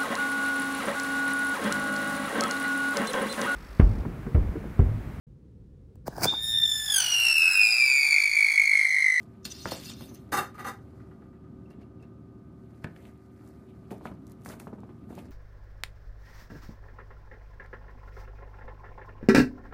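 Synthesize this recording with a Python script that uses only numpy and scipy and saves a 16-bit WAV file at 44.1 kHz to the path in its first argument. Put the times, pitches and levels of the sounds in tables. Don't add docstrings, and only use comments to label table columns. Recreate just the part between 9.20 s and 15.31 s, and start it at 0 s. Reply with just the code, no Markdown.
import sys
import numpy as np
from scipy import signal
from scipy.fft import rfft, irfft
from scipy.io import wavfile
from scipy.ndimage import uniform_filter1d

SR = 44100
rng = np.random.default_rng(int(sys.argv[2]) if len(sys.argv) > 2 else 0)


def generate_wav(sig):
    pcm = np.round(np.clip(np.atleast_2d(sig).T, -1, 1) * 32767).astype(np.int16)
    wavfile.write(sys.argv[1], SR, pcm)


N = 269451

# time_s, level_db, rasp_over_ring_db
WIRE_RUBS = [(.23, -70, -17.5), (.27, -51.5, -5.5), (.43, -46, -9), (.6, -54, 2.5), (.705, -43.5, -3.5),
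             (.75, -57.5, -1.5), (.85, -59, 3.5), (.93, -77.5, 13), (1.05, -99, 2)]
# start_s, level_db, t60_s, rasp_over_ring_db
WIRE_CLINKS = [(.244, -44.5, 0.093, -21), (0.2509, -27, 0.06, -3.5), (.3147, -44, 0.081, 1),
               (.4735, -49, 0.19, 2), (0.509, -37, 0.2, 0.5), (0.941, -64.5, 0.27, 8.5)]
# pitch_hz, base_width_hz, gain_db
WIRE_MODES = [(2690, 25, 0), (3644, 57, 1.5), (4280, 55, 3.5), (4850, 42, 4), (5340, 160, -0.5),
              (6050, 180, 6), (6980, 27, 1.5), (7440, 19, -7.5), (8920, 300, -13), (8760, 24, -22),
              (9230, 89, -17), (11700, 45, -8), (13310, 40, -18), (15200, 310, -11.5)]
# centre_hz, width_hz, gain_db
RASP_BANDS = [(1860, 3100, -4), (3670, 580, 1.5), (4330, 1300, -5.5), (4900, 750, -3), (6090, 320, 8),
              (7100, 2500, -3), (10700, 11000, -8)]

def wire():
    rub_db, rasp_db = curves(WIRE_RUBS)
    t = np.arange(N) / SR
    rubbing = (t > WIRE_RUBS[0][0]) * (t < WIRE_RUBS[-1][0])
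    ring_gain = undb(rub_db + 0.72 * walk(59.5)) * rubbing
    rasp_gain = ring_gain * undb(rasp_db)
    for start, db, t60, share_db in WIRE_CLINKS:
        add(ring_gain, start, undb(db) * fade(t60, 0.0016))
        add(rasp_gain, start, undb(db + share_db) * fade(t60, 0.0017))
    end = int(1.5 * SR)
    slips = grit(3.8)[:end]
    rasp = ring(slips, RASP_BANDS, widen=1, shift_hz=45, shift_db=3.5)
    tones = ring(slips, WIRE_MODES, widen=1.3, shift_hz=70, shift_db=4)
    return np.pad(ring_gain[:end] * tones + rasp_gain[:end] * rasp, (0, N - end))


ROCKS, ROCK_START_S, ROCK_PERIOD_S, ROCK_HOLD_S = 5, 1.8, 0.11, 0.005
ROCK_DB, ROCK_LOSS_DB, ROCK_TREBLE_DB = -60.5, 1.5, -35
GRIP_RISE_S, GRIP_FALL_S, JOLT_DB = 0.003, 0.058, 23
# start_s, hold_s, body_db, treble_over_body_db
PAN_GRIPS = [(1.121, 0.0056, -29, -9.5), (1.128, 0.022, -29.5, -9), (1.172, 0.0071, -30.5, -7.5),
             (1.188, 0.0024, -38.5, -12.5), (1.222, 0.026, -49, -13), (1.345, .015, -52.5, -13),
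             (1.38, 0.007, -46, -18), (1.393, 0.016, -45.5, -11), (1.4455, 0.011, -36.5, -16),
             (1.466, 0.0087, -41.5, -8.5), (1.482, 0.006, -43, -10.5)]
BOWL_PITCHES = [140, 195, 368, 510, 760, 799, 847, 1005, 1184, 1221, 1284, 1376, 1407, 1562, 1682, 1804,
                1938]
# base_width_hz, gain_db
BOWL_RESONANCES = [(63.2, -13), (56, -8.5), (33.7, -10), (50.3, -11.5), (24.2, -9), (22.5, -5), (22, -7),
                   (25, -12.5), (23.9, -4), (22.5, 1), (23.1, -11.5), (25, -13), (21.9, -8), (39.8, -8.5),
                   (30.7, -16), (30, -13.5), (45, -14.5)]
# pitch_hz, width_hz, gain_db
SCRAPE_RINGING = [(2673, 62, 3.5), (3700, 17, -19), (3680, 58, 11), (4220, 58, -2.5), (4330, 53, 0.5),
                  (5090, 50, 0.5), (5984, 75, -0.5), (6130, 52, -10), (7100, 22, -1), (7760, 45.6, 0)]

def pan():
    rocks = [(ROCK_START_S + k * ROCK_PERIOD_S, ROCK_HOLD_S, ROCK_DB - k * ROCK_LOSS_DB, ROCK_TREBLE_DB)
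             for k in range(ROCKS)]
    push, scrape, jolts = np.zeros((3, N))
    for start, hold, db, treble_db in PAN_GRIPS + rocks:
        grip = undb(db) * swell(start, GRIP_RISE_S, hold, GRIP_FALL_S)
        push += grip
        scrape += undb(treble_db) * grip
        jolts[int(start * SR)] = undb(db + JOLT_DB)
    span = slice(SR, 3 * SR)
    slips = grit(2.57) * undb(walk(90))
    low, high = (push * slips)[span], (scrape * slips)[span]
    wire_ring = ring(high, WIRE_MODES, widen=1, shift_hz=40, shift_db=3)
    scrape_ring = ring(high, SCRAPE_RINGING, widen=1, shift_hz=35, shift_db=2.5)
    bowl_modes = [(hz, *row) for hz, row in zip(BOWL_PITCHES, BOWL_RESONANCES)]
    bowl = ring(low + jolts[span], bowl_modes, widen=1.7, shift_hz=60, shift_db=1.5)
    hiss = level(band(band(high, 10800, 11050), 9700, 11000), -0.33)
    treble = level(undb(-1) * scrape_ring + undb(-3.5) * wire_ring + hiss, 0)
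    grind = level(band(band(low, 1480, 1100), 1400, 1300), -7.5)
    body = bowl + grind + level(band(low, 530, 350), -16)
    out = np.zeros(N)
    out[span] = body * rms(push[span]) + treble * rms(scrape[span])
    return out


CRUNCH_CYCLES = 61
# start_s, level_db, click_hz, thump_over_click_db, thump_hz
DULL_KNOCKS = [(.254, -48, 2070, 4, 204), (.456, -19.5, 1230, -8.5, 181), (0.519, -23, 680, -10.5, 320),
               (0.702, -44, 850, -5, 132), (.808, -41, 860, 0.5, 137), (0.915, -45.5, 725, -6.5, 210),
               (3.644, -26.5, 1800, -4.5, 152), (4.7071, -41.5, 1840, -6, 198),
               (4.7125, -45, 770, 10.5, 215), (4.724, -50, 720, 12.5, 386), (4.81, -40.5, 860, -3.5, 131),
               (4.8549, -26, 1050, -9, 174), (4.913, -49, 830, 10.5, 182), (5.2602, -30.5, 1280, -19, 234),
               (5.28, -51.5, 1690, 8.5, 257), (5.417, -45.5, 630, 1, 188), (5.47, -33.5, 900, -4, 181),
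               (5.528, -40.5, 820, 2, 206), (5.582, -47.5, 805, 4, 199), (5.633, -40, 790, -5, 222),
               (5.691, -45.5, 900, 1.5, 248), (5.902, -46.5, 764, 7.5, 255), (5.926, -44, 696, -0.5, 243),
               (5.978, -36, 660, -6, 165)]

def knocks():
    out, t = np.zeros(N), np.arange(SR // 4) / SR
    for start, db, hz, thump_db, thump_hz in DULL_KNOCKS:
        noise, grains = rng.standard_normal((2, len(t)))
        cycles = hz * t - 1
        click = np.sin(2 * np.pi * cycles) * np.exp(-(cycles / 0.47) ** 2)
        hollow = band(band(noise, 1.23 * thump_hz, 230), 1.55 * thump_hz, 400)
        thump = (1.6 * np.sin(2 * np.pi * thump_hz * t) + 11.3 * hollow) * fade(0.068, 0.0011)
        crackle = grains * np.abs(grains) * fade(CRUNCH_CYCLES / hz, 0.003)
        crunch = band(band(crackle, 0.7 * hz, 1.1 * hz), hz, 1.2 * hz)
        add(out, start, undb(db) * (1.46 * click + 0.45 * crunch))
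        add(out, start + 1.51 / hz, undb(db + thump_db) * thump)
    return out


# start_s, peak_db, centre_hz, base_width_hz
DRY_TICKS = [(0.03, -52.5, 6140, 9000), (1.124, -34, 11000, 10100), (2.504, -58, 7000, 9000),
             (2.826, -57.5, 5860, 8950), (3.643, -43.5, 4500, 7000), (3.645, -33.5, 1560, 250),
             (3.670, -44, 1560, 300), (3.763, -43, 1990, 1170), (3.853, -47.5, 2260, 1000),
             (4.276, -53.5, 8000, 9000), (4.782, -54.5, 8000, 9000), (4.854, -51, 7000, 10060),
             (4.872, -40, 2100, 1170), (5.068, -50, 8200, 9050), (5.078, -53, 9000, 9000),
             (5.097, -52, 10000, 8000), (5.119, -48, 8900, 9100), (5.199, -65, 9000, 9000),
             (5.211, -58, 9000, 9000), (5.218, -58, 7000, 9000), (5.224, -61, 11000, 6000),
             (5.236, -56, 9000, 9000), (5.249, -41, 7000, 12000), (5.26, -46, 11000, 9000),
             (5.268, -44, 9000, 9000), (5.289, -36.5, 6540, 3000), (5.399, -36.5, 9450, 11000),
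             (5.4, -37, 1560, 1160), (5.604, -56.5, 7950, 9050), (5.952, -47, 8000, 9000),
             (5.986, -49.5, 2480, 1500), (5.992, -49, 2400, 1200)]

def ticks():
    out = np.zeros(N)
    for start, db, hz, width in DRY_TICKS:
        burst = rng.standard_normal(SR // 4) * fade(0.011, 0.0001)
        snap = band(band(burst, hz, width), hz, 1.3 * width)
        add(out, start, undb(db) * snap / np.abs(snap).max())
    return out


RUSTLE_TREBLE_DB = -3.5
# peak_s, rise_s, fall_s, level_db, treble_gain_db
SCUFF_STROKES = [(.035, 0.18, 0.019, -72, 11), (1.78, 0.12, 0.1, -87, -5), (2.511, 0.02, 0.05, -59.5, -8.5),
                 (2.617, 0.023, 0.039, -56.5, -16), (2.832, 0.059, .045, -62, -17),
                 (3.644, 0.0072, 0.0073, -43.5, -5), (3.77, 0.025, 0.07, -68, 3),
                 (3.87, 0.1, 0.061, -61, -2), (4.27, 0.19, 0.15, -65, 0), (4.712, 0.0075, 0.042, -47, 0.5),
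                 (4.728, 0.042, 0.042, -72, -31), (4.858, 0.032, 0.058, -49, -3),
                 (5.116, 0.091, 0.03, -63, -2), (5.262, 0.017, 0.092, -56, 14),
                 (5.301, 0.02, 0.059, -47, -5), (5.335, 0.072, 0.024, -49.5, -6),
                 (5.398, 0.006, 0.072, -57, 10), (5.9, 0.015, 0.15, -64.5, 6),
                 (5.99, 0.056, 0.051, -54.5, 1), (6.059, 0.026, 0.02, -58, -24)]
# centre_hz, base_width_hz, gain_db
SOLE_BANDS = [(394, 120, 10), (654, 390, 8), (1450, 2100, 0.5), (2294, 1800, -1.5), (4410, 2000, -14.5)]
# time_s, level_db
CLOTHES_RUSTLE = [(0, -69), (.2, -71), (1.6, -67.5), (2.7, -85.5), (3.3, -75.5), (3.65, -66), (4.1, -71.5),
                  (4.75, -68), (4.95, -74), (5.5, -71.5), (6.11, -71)]

def scuffs():
    middle = ring(grit(3.7), SOLE_BANDS, widen=0.7, shift_hz=60, shift_db=2.5)
    fine_grit = grit(3.9) * undb(0.91 * walk(66))
    hiss = level(band(band(fine_grit, 9500, 12000), 9500, 11000), -11)
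    rustle = undb(curves(CLOTHES_RUSTLE)[0]) * (middle + undb(RUSTLE_TREBLE_DB) * hiss)
    return rustle + sum(undb(db) * swell(peak, rise, 0, fall) * (middle + undb(treble_db) * hiss)
                        for peak, rise, fall, db, treble_db in SCUFF_STROKES)


# start_s, level_db, pitch_hz
TINY_SQUEAKS = [(2.4573, -58, 2680), (2.508, -56.5, 2750), (2.5294, -62, 2800), (2.6125, -73, 3040),
                (2.6294, -60.5, 2740), (2.799, -61, 2710), (2.826, -54.5, 2620), (2.838, -62, 2740)]

def squeaks():
    out, t = np.zeros(N), np.arange(SR // 4) / SR
    for start, db, hz in TINY_SQUEAKS:
        tone = np.sin(2 * np.pi * hz * t) + undb(-19) * np.sin(4 * np.pi * hz * t)
        add(out, start, undb(db) * tone * fade(0.037, 0.0015))
    return out


def yard_walls(near, t60_s=0.22, level_db=-16):
    t = np.arange(SR // 2) / SR
    decay = np.exp(-np.log(1000) * t / t60_s) * (t > 0.006)
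    tail = band(rng.standard_normal(len(t)), 400, 1700) * decay
    return signal.fftconvolve(near, tail / np.sqrt(np.sum(tail ** 2)))[:N] * undb(level_db)


# frequency_hz, relative_db
RUMBLE_SPECTRUM = [(18, -62.5), (30, -25.5), (69, -5.5), (234, -3.5), (312, -8.5), (346, -14), (384, -11.5),
                   (460, -24.5), (524, -22.5), (1030, -32), (1240, -28), (1370, -35), (1560, -39.5),
                   (2130, -46), (15000, -64)]
# time_s, contour_db
RUMBLE_CONTOUR = [(0.0, -50), (0.66, -46), (1.12, -47), (1.44, -50), (1.84, -46.5), (2.19, -49), (2.4, -47),
                  (2.74, -48), (3.81, -49), (4.12, -51.5), (4.58, -48.5), (4.83, -47.5), (6.11, -47)]

def rumble(level_db=-49, stretch=1.24):
    contour_db = curves(RUMBLE_CONTOUR)[0]
    return coloured(RUMBLE_SPECTRUM) * undb(level_db + stretch * (contour_db - np.median(contour_db)))


# shaft_multiple, level_db
MOTOR_PARTIALS = [(2, -57), (3, -54), (6, -58.5), (8, -61.5), (10, -57), (14, -71), (18, -73), (32, -70.5),
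                  (34, -80), (40, -78.5)]

def motor(shaft_hz=37.95):
    turns = shaft_hz * np.cumsum(1 + 0.0011 * walk(2.7)) / SR
    return sum(undb(db + 0.85 * walk(21)) * np.sin(2 * np.pi * (k * turns + rng.random()))
               for k, db in MOTOR_PARTIALS)


def undb(db):
    return 10 ** (np.asarray(db) / 20)


def rms(x):
    return np.sqrt(np.mean(x ** 2))


def level(x, db):
    return x * undb(db) / rms(x)


def band(x, hz, width_hz):
    q = hz / np.clip(width_hz, 1, SR / 2.2)
    return signal.lfilter(*signal.iirpeak(min(hz, SR / 2.2), q, fs=SR), x)


def ring(x, modes, widen, shift_hz, shift_db):
    return level(sum((-1) ** k * band(x * undb(db + shift_db * walk(shift_hz, len(x))), hz, width * widen)
                     for k, (hz, width, db) in enumerate(modes)), 0)


def curves(rows):
    times, *columns = np.transpose(rows)
    return [np.interp(np.arange(N) / SR, times, column) for column in columns]


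def grit(scatter_db):
    return level(rng.standard_normal(N) * undb(scatter_db * np.minimum(rng.exponential(size=N), 6)), 0)


def walk(rate_hz, size=N):
    step = int(SR / rate_hz)
    return uniform_filter1d(np.repeat(rng.standard_normal(size // step + 1), step), step)[:size]


def coloured(points):
    hz, db = np.transpose(points)
    bins_hz = np.maximum(np.arange(N // 2 + 1) * SR / N, 1)
    gain = undb(np.interp(np.log(bins_hz), np.log(hz), db))
    return level(irfft(rfft(rng.standard_normal(N)) * gain, N), 0)


def add(out, start_s, x):
    i = int(start_s * SR)
    out[i:i + len(x)] += x[:N - i]


def fade(t60_s, rise_s):
    t = np.arange(SR // 4) / SR
    return (1 - np.exp(-t / rise_s)) * np.exp(-np.log(1000) * t / max(t60_s, 0.002))


def swell(peak_s, rise_s, hold_s, fall_s):
    t = np.arange(N) / SR - peak_s
    return 10 ** -(np.maximum(-t, 0) / rise_s + np.maximum(t - hold_s, 0) / fall_s)


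def scene():
    near = wire() + pan() + knocks() + ticks() + squeaks() + scuffs()
    return (near + yard_walls(near) + rumble() + motor())[None]


def record(dry):
    return signal.sosfilt(signal.ellip(10, 0.2, 70, 15400, fs=SR, output="sos"), dry)


dry = scene()
out = record(dry)
generate_wav(out)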